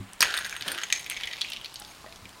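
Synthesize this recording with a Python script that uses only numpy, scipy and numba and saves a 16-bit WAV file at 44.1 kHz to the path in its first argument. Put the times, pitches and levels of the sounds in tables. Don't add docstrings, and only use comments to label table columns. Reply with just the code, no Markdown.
import sys
import numpy as np
from scipy import signal
from scipy.fft import rfft, irfft
from scipy.io import wavfile
from scipy.ndimage import uniform_filter1d
from numba import njit

SR = 44100
rng = np.random.default_rng(int(sys.argv[2]) if len(sys.argv) > 2 else 0)


def transcribe(signal):
    frames = np.atleast_2d(signal).T
    limited = np.clip(frames, -1, 1)
    pcm = np.round(limited * 32767).astype(np.int16)
    wavfile.write(sys.argv[1], SR, pcm)


N = 105840
T = np.arange(N) / SR

# time_s, sheet_hz, skitter_hz
THINNING_ICE = [(.2, 1658, 2500), (.8, 1597, 2660), (.95, 2250, 3220), (1.3, 2040, 3060), (1.5, 2780, 3180),
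                (1.75, 2960, 3800), (2.4, 2850, 4070)]
# pitch_hz, level_db, t60_s
SHARD_MODES = [(6300, -8, 0.0067), (6403, -0.5, 0.041), (5400, -9, 0.026)]
# pitch_hz, level_db, t60_s
CHIP_MODES = [(8760, 0, .016), (9150, -5, .012), (12100, -13, .012)]
TINKLE_START_S, TINKLE_END_S, CHIP_STEP_DB = .3, 1.05, -8
SHEET_WIDTH = .27


def undb(db):
    return 10 ** (np.asarray(db) / 20)


def unit(x):
    return x / np.sqrt(np.mean(x ** 2))


def at_peak(x, db):
    return x * undb(db) / np.abs(x).max()


def fade(t, t60):
    return np.exp(-np.log(1000) * t / max(t60, 1e-3))


def add(out, x, start_s):
    i = max(int(start_s * SR), 0)
    out[i:i + len(x)] += x[:N - i]


def curve(table, column):
    return np.interp(T, np.array(table)[:, 0], np.array(table)[:, column])


@njit
def resonator(x, hz, width):
    y, band, low = np.empty(len(x)), 0., 0.
    for i in range(len(x)):
        g = np.tan(np.pi * hz[i] / SR)
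        v = (band + g * (x[i] - low)) / (1 + g * (g + width))
        band, low, y[i] = 2 * v - band, low + 2 * g * v, width * v
    return y


def bandpass(x, hz, width):
    return resonator(x, np.full(len(x), 1.) * hz, width)


def ring(x, hz, width):
    return bandpass(bandpass(x, hz, width), hz, 2 * width)


def modes(x, table):
    return sum(undb(db) * np.sqrt(t60 * hz) * bandpass(x, hz, np.log(1000) / np.pi / t60 / hz)
               for hz, db, t60 in table) / 4


def edge(x):
    highpass = signal.butter(3, 6600, "high", fs=SR, output="sos")
    lowpass = signal.butter(2, 10800, fs=SR, output="sos")
    return signal.sosfilt(np.vstack([highpass, lowpass]), x)


def air(level_db=-51.5, gust_db=2.8, gust_top_hz=199):
    # frequency_hz, density_db
    spectrum = [(15, -32), (25, 3), (187, -2.5), (553, -7), (1010, -2.5), (1780, -7), (2090, -7),
                (6040, -20.5), (7300, -15), (13600, -26), (16500, -23)]
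    band_hz, density_db = np.array(spectrum).T
    hz = np.maximum(np.arange(N // 2 + 1) * SR / N, 1)
    hiss = rfft(rng.standard_normal(N)) * undb(np.interp(np.log(hz), np.log(band_hz), density_db))
    bass_share = 1 / (1 + (hz / gust_top_hz) ** 2)
    window = SR // 40
    gust = unit(uniform_filter1d(uniform_filter1d(rng.standard_normal(N), window), window))
    bass = irfft(hiss * bass_share, N) * undb(gust_db * gust)
    return undb(level_db) * unit(bass + irfft(hiss * (1 - bass_share), N))


def thumps(rise_s=.0047):
    # start_s, level_db, pitch_hz
    bumps = [(0., -25.5, 102), (0.224, -47, 70), (0.607, -41.5, 111), (0.667, -37, 168.7),
             (0.754, -41, 344.4), (2.22, -38.5, 94.2), (2.248, -38.5, 100.5)]
    # pitch_ratio, level_db, t60_s
    body_modes = [(1, -4, 0.16), (1.9, -12.5, 0.28), (3.4, -10, 0.056), (2.6, -14.5, 0.21)]
    out, t = np.zeros(N), T[:16384]
    for start_s, db, hz in bumps:
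        body = sum(undb(mode_db) * fade(t, t60) * np.cos(2 * np.pi * ratio * hz * t)
                   for ratio, mode_db, t60 in body_modes)
        add(out, undb(db) * np.minimum(t / rise_s, 1) * body, start_s)
    return out


def knocks(rise_s=.0012, sheet_lead_s=.002022, snap_db=15, ringing_s=.025):
    # time_s, click_db, click_hz, sheet_db, shard_db, treble_db, t60_s
    impacts = [(0.1336, -30, 7000, -62, -70, -52, 0.004), (0.1927, -42, 3260, -52, -64, -44, 0.0071),
               (0.2065, -9, 5070, -17.5, -30, -6, 0.019), (0.208, -18.5, 5400, -34, -29, -37, 0.062),
               (0.2191, -6.5, 4100, -21.5, -22, -29, 0.0044), (0.2263, -10.5, 3130, -15.5, -47, -6, 0.0081),
               (0.2274, -5.5, 2530, -13.5, -20, -36, 0.007), (0.234, -14, 2320, -36, -46, -17, 0.0038),
               (0.2576, -26, 2390, -35, -48, -33, 0.016), (0.3407, -19, 3850, -17.5, -33, -24.5, 0.01),
               (0.3458, -45, 3680.0, -23, -59, -36, 0.0098), (0.3682, -22, 2280, -27.0, -50.0, -23, 0.01),
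               (0.3751, -22, 3640, -27.5, -53, -20.5, 0.0051), (0.3766, -20, 3900, -32, -52.0, -38, 0.032),
               (0.3879, -40, 3600, -22, -49, -27, 0.0078), (0.3893, -42, 3800, -41, -51, -27, 0.014),
               (0.411, -34, 2390, -31, -37, -45, 0.0073), (0.4338, -45, 3880.0, -34, -61, -46, 0.009),
               (0.4467, -24, 4000, -30, -30.5, -51, 0.0082), (0.45, -27.5, 4000, -23, -46, -29.5, 0.011),
               (0.4629, -33, 3340, -23, -49, -28, 0.0044), (0.496, -26, 5300, -33, -54, -33, 0.0073),
               (0.51, -41, 2520.0, -38, -39, -37, 0.012), (0.5265, -26, 2380, -24.5, -35.5, -49, 0.019),
               (0.552, -37, 2660, -31, -44, -37.5, 0.017), (0.5653, -22.5, 3030, -28.5, -42, -28, 0.012),
               (0.61, -25, 3300, -35, -57, -31, 0.017), (0.6236, -22, 3700, -30.5, -57.0, -52, 0.0058),
               (0.6673, -49, 4500, -28.5, -55, -36, 0.012), (0.6804, -19.5, 3450, -29, -35, -22, 0.019),
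               (0.685, -19.5, 3320, -31.5, -55, -52, 0.0062), (0.7181, -23, 4730, -32, -49, -19, 0.013),
               (0.7477, -23.5, 2650, -47, -51, -30, 0.0094), (0.7786, -24, 3300, -25, -39, -33, 0.014),
               (0.7861, -23.5, 3280, -25, -37, -39, 0.012), (0.816, -31, 4400, -25, -57.0, -38, 0.023),
               (0.8349, -18.5, 3100, -23.5, -25, -43, 0.021), (0.9028, -24, 2650, -25.5, -38, -54, 0.01),
               (0.9263, -7, 5150, -12.5, -19, -34, 0.0032), (0.9269, -21, 5100, -42, -18, -45, 0.02),
               (0.951, -43, 6000, -37, -26.5, -51, 0.011), (0.96, -29, 3970, -30, -27, -50, 0.017),
               (0.9734, -39, 2410.0, -29, -30, -39, 0.013), (0.995, -33, 3950, -42, -33.5, -32, 0.012),
               (1.0105, -49, 9000, -42, -55, -36, 0.011), (1.0445, -32.5, 5570, -53, -57, -45, 0.015),
               (1.063, -28, 2780, -38.5, -48, -36, 0.022), (1.0993, -23.5, 2860, -30, -39, -15.0, 0.0078),
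               (1.109, -30, 4240, -27.5, -33, -51, 0.016), (1.115, -20, 2560, -30, -58, -53, 0.0093),
               (1.1217, -42, 3870, -26, -56, -29, 0.0098), (1.1305, -34, 2850, -30, -36, -45, 0.014),
               (1.166, -38, 3100, -26, -34.5, -51, 0.036), (1.1706, -24.5, 3520, -31, -57, -56, 0.014),
               (1.1755, -25, 2400, -43, -57, -51, 0.0052), (1.201, -32, 2670.0, -32, -59.0, -57, 0.014),
               (1.2104, -29, 2740, -28, -61, -55, 0.015), (1.2345, -21.5, 3410, -27, -61, -40, 0.051),
               (1.236, -29, 3370, -32, -62, -62, 0.077), (1.2572, -49, 3270.0, -48, -64, -34, 0.0093),
               (1.2734, -23.5, 3070, -24, -39, -47, 0.025), (1.288, -34, 2700, -47, -61, -40, 0.012),
               (1.313, -29, 3240, -31, -60, -47, 0.031), (1.3286, -31.5, 3370, -41, -41, -55, 0.012),
               (1.3332, -24.5, 3900, -28, -59, -44, 0.029), (1.4107, -22, 3420, -38, -46, -52, 0.06),
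               (1.4161, -14.5, 3940, -31, -43, -41, 0.015), (1.4474, -35, 2800, -23, -58, -37.0, 0.017),
               (1.4812, -35, 2740, -48, -50, -52, 0.014), (1.487, -28, 3550, -48, -51, -42, 0.0061),
               (1.5008, -48, 2940, -44, -40, -26.5, 0.0093), (1.5202, -24, 3050, -32, -54, -56, 0.025),
               (1.5337, -24.5, 4140, -29.5, -59, -29.5, 0.022), (1.5638, -25.5, 3380, -40, -61, -49, 0.016),
               (1.57, -27.5, 3330, -43, -60, -49, 0.026), (1.6136, -33, 3200, -37, -66, -37, 0.011),
               (1.646, -25.5, 4000, -32, -62.0, -37, 0.036), (1.6592, -27, 3840, -34.5, -66, -42, 0.011),
               (1.742, -32.5, 4480.0, -61, -54, -28, 0.015), (1.758, -26.5, 4300, -65, -39, -61, 0.041),
               (1.799, -36, 8150, -62, -57, -31.5, 0.012), (1.821, -32, 4730, -38, -62.0, -46.0, 0.013),
               (1.849, -32, 4270, -46, -66, -55, 0.018), (2.125, -35, 4200, -40.5, -67.0, -41, 0.021),
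               (2.16, -35.5, 4400, -51, -52, -41, 0.014), (2.255, -34.5, 2740, -40, -71, -53, 0.017),
               (2.2923, -37, 7650, -41, -64.0, -47, 0.012)]
    out, t = np.zeros(N), T[:3072]
    sheet_hz = curve(THINNING_ICE, column=1)
    snap = undb(snap_db) * (np.arange(len(t)) == int(rise_s * SR))
    crunches = np.sign(rng.standard_normal((len(impacts), len(t))))
    chip_sizes = 1 + .02 * rng.standard_normal(len(impacts))

    def swell(attack_s, t60):
        return np.minimum(t / attack_s, 1) ** 2 * fade(np.maximum(t - attack_s, 0), t60)

    for impact, crunch, size in zip(impacts, crunches, chip_sizes):
        time_s, click_db, click_hz, sheet_db, shard_db, treble_db, t60 = impact
        burst = crunch * swell(rise_s, t60) + crunch[0] * snap
        rattle = crunch * swell(rise_s, t60=.045) + snap
        click_width = .38 * min(ringing_s / t60, 1)
        click = at_peak(ring(burst, click_hz, click_width), click_db)
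        tick = at_peak(ring(burst * fade(t, t60), hz=3900, width=.9), click_db - 4)
        shard = at_peak(modes(rattle, SHARD_MODES), shard_db)
        treble = at_peak(edge(burst), treble_db)
        chip_modes = [(hz / size, db, decay_s) for hz, db, decay_s in CHIP_MODES]
        chip_db = treble_db + CHIP_STEP_DB * (1 if TINKLE_START_S < time_s < TINKLE_END_S else 2)
        chip = at_peak(modes(rattle, chip_modes), chip_db)
        add(out, click + tick + shard + treble + chip, time_s - rise_s)
        sheet_drive = crunch[::-1] * swell(sheet_lead_s + rise_s, t60)
        sheet = ring(sheet_drive, sheet_hz[int(time_s * SR)], SHEET_WIDTH)
        add(out, at_peak(sheet, sheet_db), time_s - rise_s - sheet_lead_s)
    return out


def sheet_echo(hits, level_db=-10, t60_s=.15, top_hz=5150):
    noise = signal.lfilter(*signal.butter(1, top_hz, fs=SR), rng.standard_normal(8192))
    tail = noise * fade(T[:8192], t60_s)
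    return undb(level_db) * signal.fftconvolve(hits, tail / np.sqrt(np.sum(tail ** 2)))[:N]


def skitter(clicks_per_s=500, click_t60_s=.004, scatter_db=2.5, slide_db=2):
    # time_s, level_db, sheet_db, shard_db, treble_db
    sliding = [(.2, -55.5, 4, -11, -7), (.215, -24.5, -18, -5, -36), (.3, -31, 13, -7.5, -26),
               (.44, -38.5, 6, -3.5, -8), (.6, -44, 5, 2, -18), (.7, -36.5, 10.5, -34, -2.5),
               (.8, -39, 11, -3, -21), (.9, -40, -4, -10, -9), (.94, -41.5, 9, -16, -21),
               (1.0, -40, 6.5, 4, -15), (1.08, -46.5, 6, -2, -12), (1.2, -42, 5, -31, -5),
               (1.35, -43, 6, -15, -1), (1.46, -42, 8, -13, -13), (1.58, -50.5, 9.5, -21, -15),
               (1.7, -50.5, 1, -47, -9), (1.9, -49.5, -5, 3.5, 5), (2.1, -54.5, -2, -21, -1),
               (2.4, -53.5, -25, -22, 1)]
    contacts = rng.random(N) < clicks_per_s / SR
    strengths = undb(scatter_db * np.minimum(rng.exponential(size=N), 3))
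    clicks = unit(signal.lfilter([1], [1, -fade(1 / SR, click_t60_s)], contacts * strengths))
    friction = unit((clicks + undb(slide_db)) * rng.standard_normal(N)) * undb(curve(sliding, column=1))
    sheet_drive, shard_drive, treble_drive = (friction * undb(curve(sliding, k)) for k in (2, 3, 4))
    body = 2 * ring(friction, curve(THINNING_ICE, column=2), width=.8)
    scrape = undb(2) * bandpass(friction, hz=850, width=1.)
    sheet = undb(2) * ring(sheet_drive, curve(THINNING_ICE, column=1), SHEET_WIDTH)
    shards = modes(shard_drive, SHARD_MODES)
    chip_gain = np.interp(T, [TINKLE_END_S, TINKLE_END_S + .1], undb([0, CHIP_STEP_DB]))
    chips = modes(treble_drive * chip_gain, CHIP_MODES)
    return body + scrape + sheet + shards + chips + undb(-10.5) * edge(treble_drive)


def hollow_knocks(t60_s=.03):
    # start_s, level_db, pitch_hz, second_hz, second_db
    impacts = [(0.207, -25, 980, 620, -30), (0.2275, -19.5, 1024, 690, -31),
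               (1.817, -40.5, 810, 1430, -36.5), (1.914, -50, 1095, 2280, -40.5),
               (2.044, -38, 830, 1100, -37.5), (2.063, -38, 644, 1880, -36)]
    out, t = np.zeros(N), T[:3072]
    decay = fade(t, t60_s)
    for start_s, db, hz, second_hz, second_db in impacts:
        first = undb(db) * decay * np.sin(2 * np.pi * hz * t)
        second = undb(second_db) * decay ** 2 * np.sin(2 * np.pi * second_hz * t)
        add(out, first + second, start_s)
    return out


def rustle(start_s=.655, length_s=.14, level_db=-37.5):
    out, progress = np.zeros(N), np.linspace(0, 1, int(length_s * SR))
    noise = unit(bandpass(rng.standard_normal(len(progress)), hz=462, width=2.4))
    envelope = np.minimum(10 * progress, 1) * (1 - progress)
    add(out, undb(level_db) * noise * envelope, start_s)
    return out


def whistles():
    # start_s, length_s, from_hz, to_hz, level_db
    glides = [(1.78, .12, 800, 880, -56), (2.065, .08, 650, 680, -57), (2.35, .05, 1010, 1000, -56)]
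    out = np.zeros(N)
    for start_s, length_s, from_hz, to_hz, db in glides:
        progress = np.linspace(0, 1, int(length_s * SR))
        phase = 2 * np.pi * np.cumsum(from_hz + (to_hz - from_hz) * progress) / SR
        envelope = np.sqrt(2 * np.sin(np.pi * progress))
        add(out, undb(db) * envelope * np.sin(phase), start_s)
    return out


def scene():
    hits = knocks() + hollow_knocks()
    ice = hits + sheet_echo(hits) + skitter()
    return (air() + thumps() + ice + rustle() + whistles())[None]


def record(dry, top_hz=15900):
    return signal.sosfilt(signal.ellip(10, .2, 70, top_hz, fs=SR, output="sos"), dry)


dry = scene()
out = record(dry)
transcribe(out)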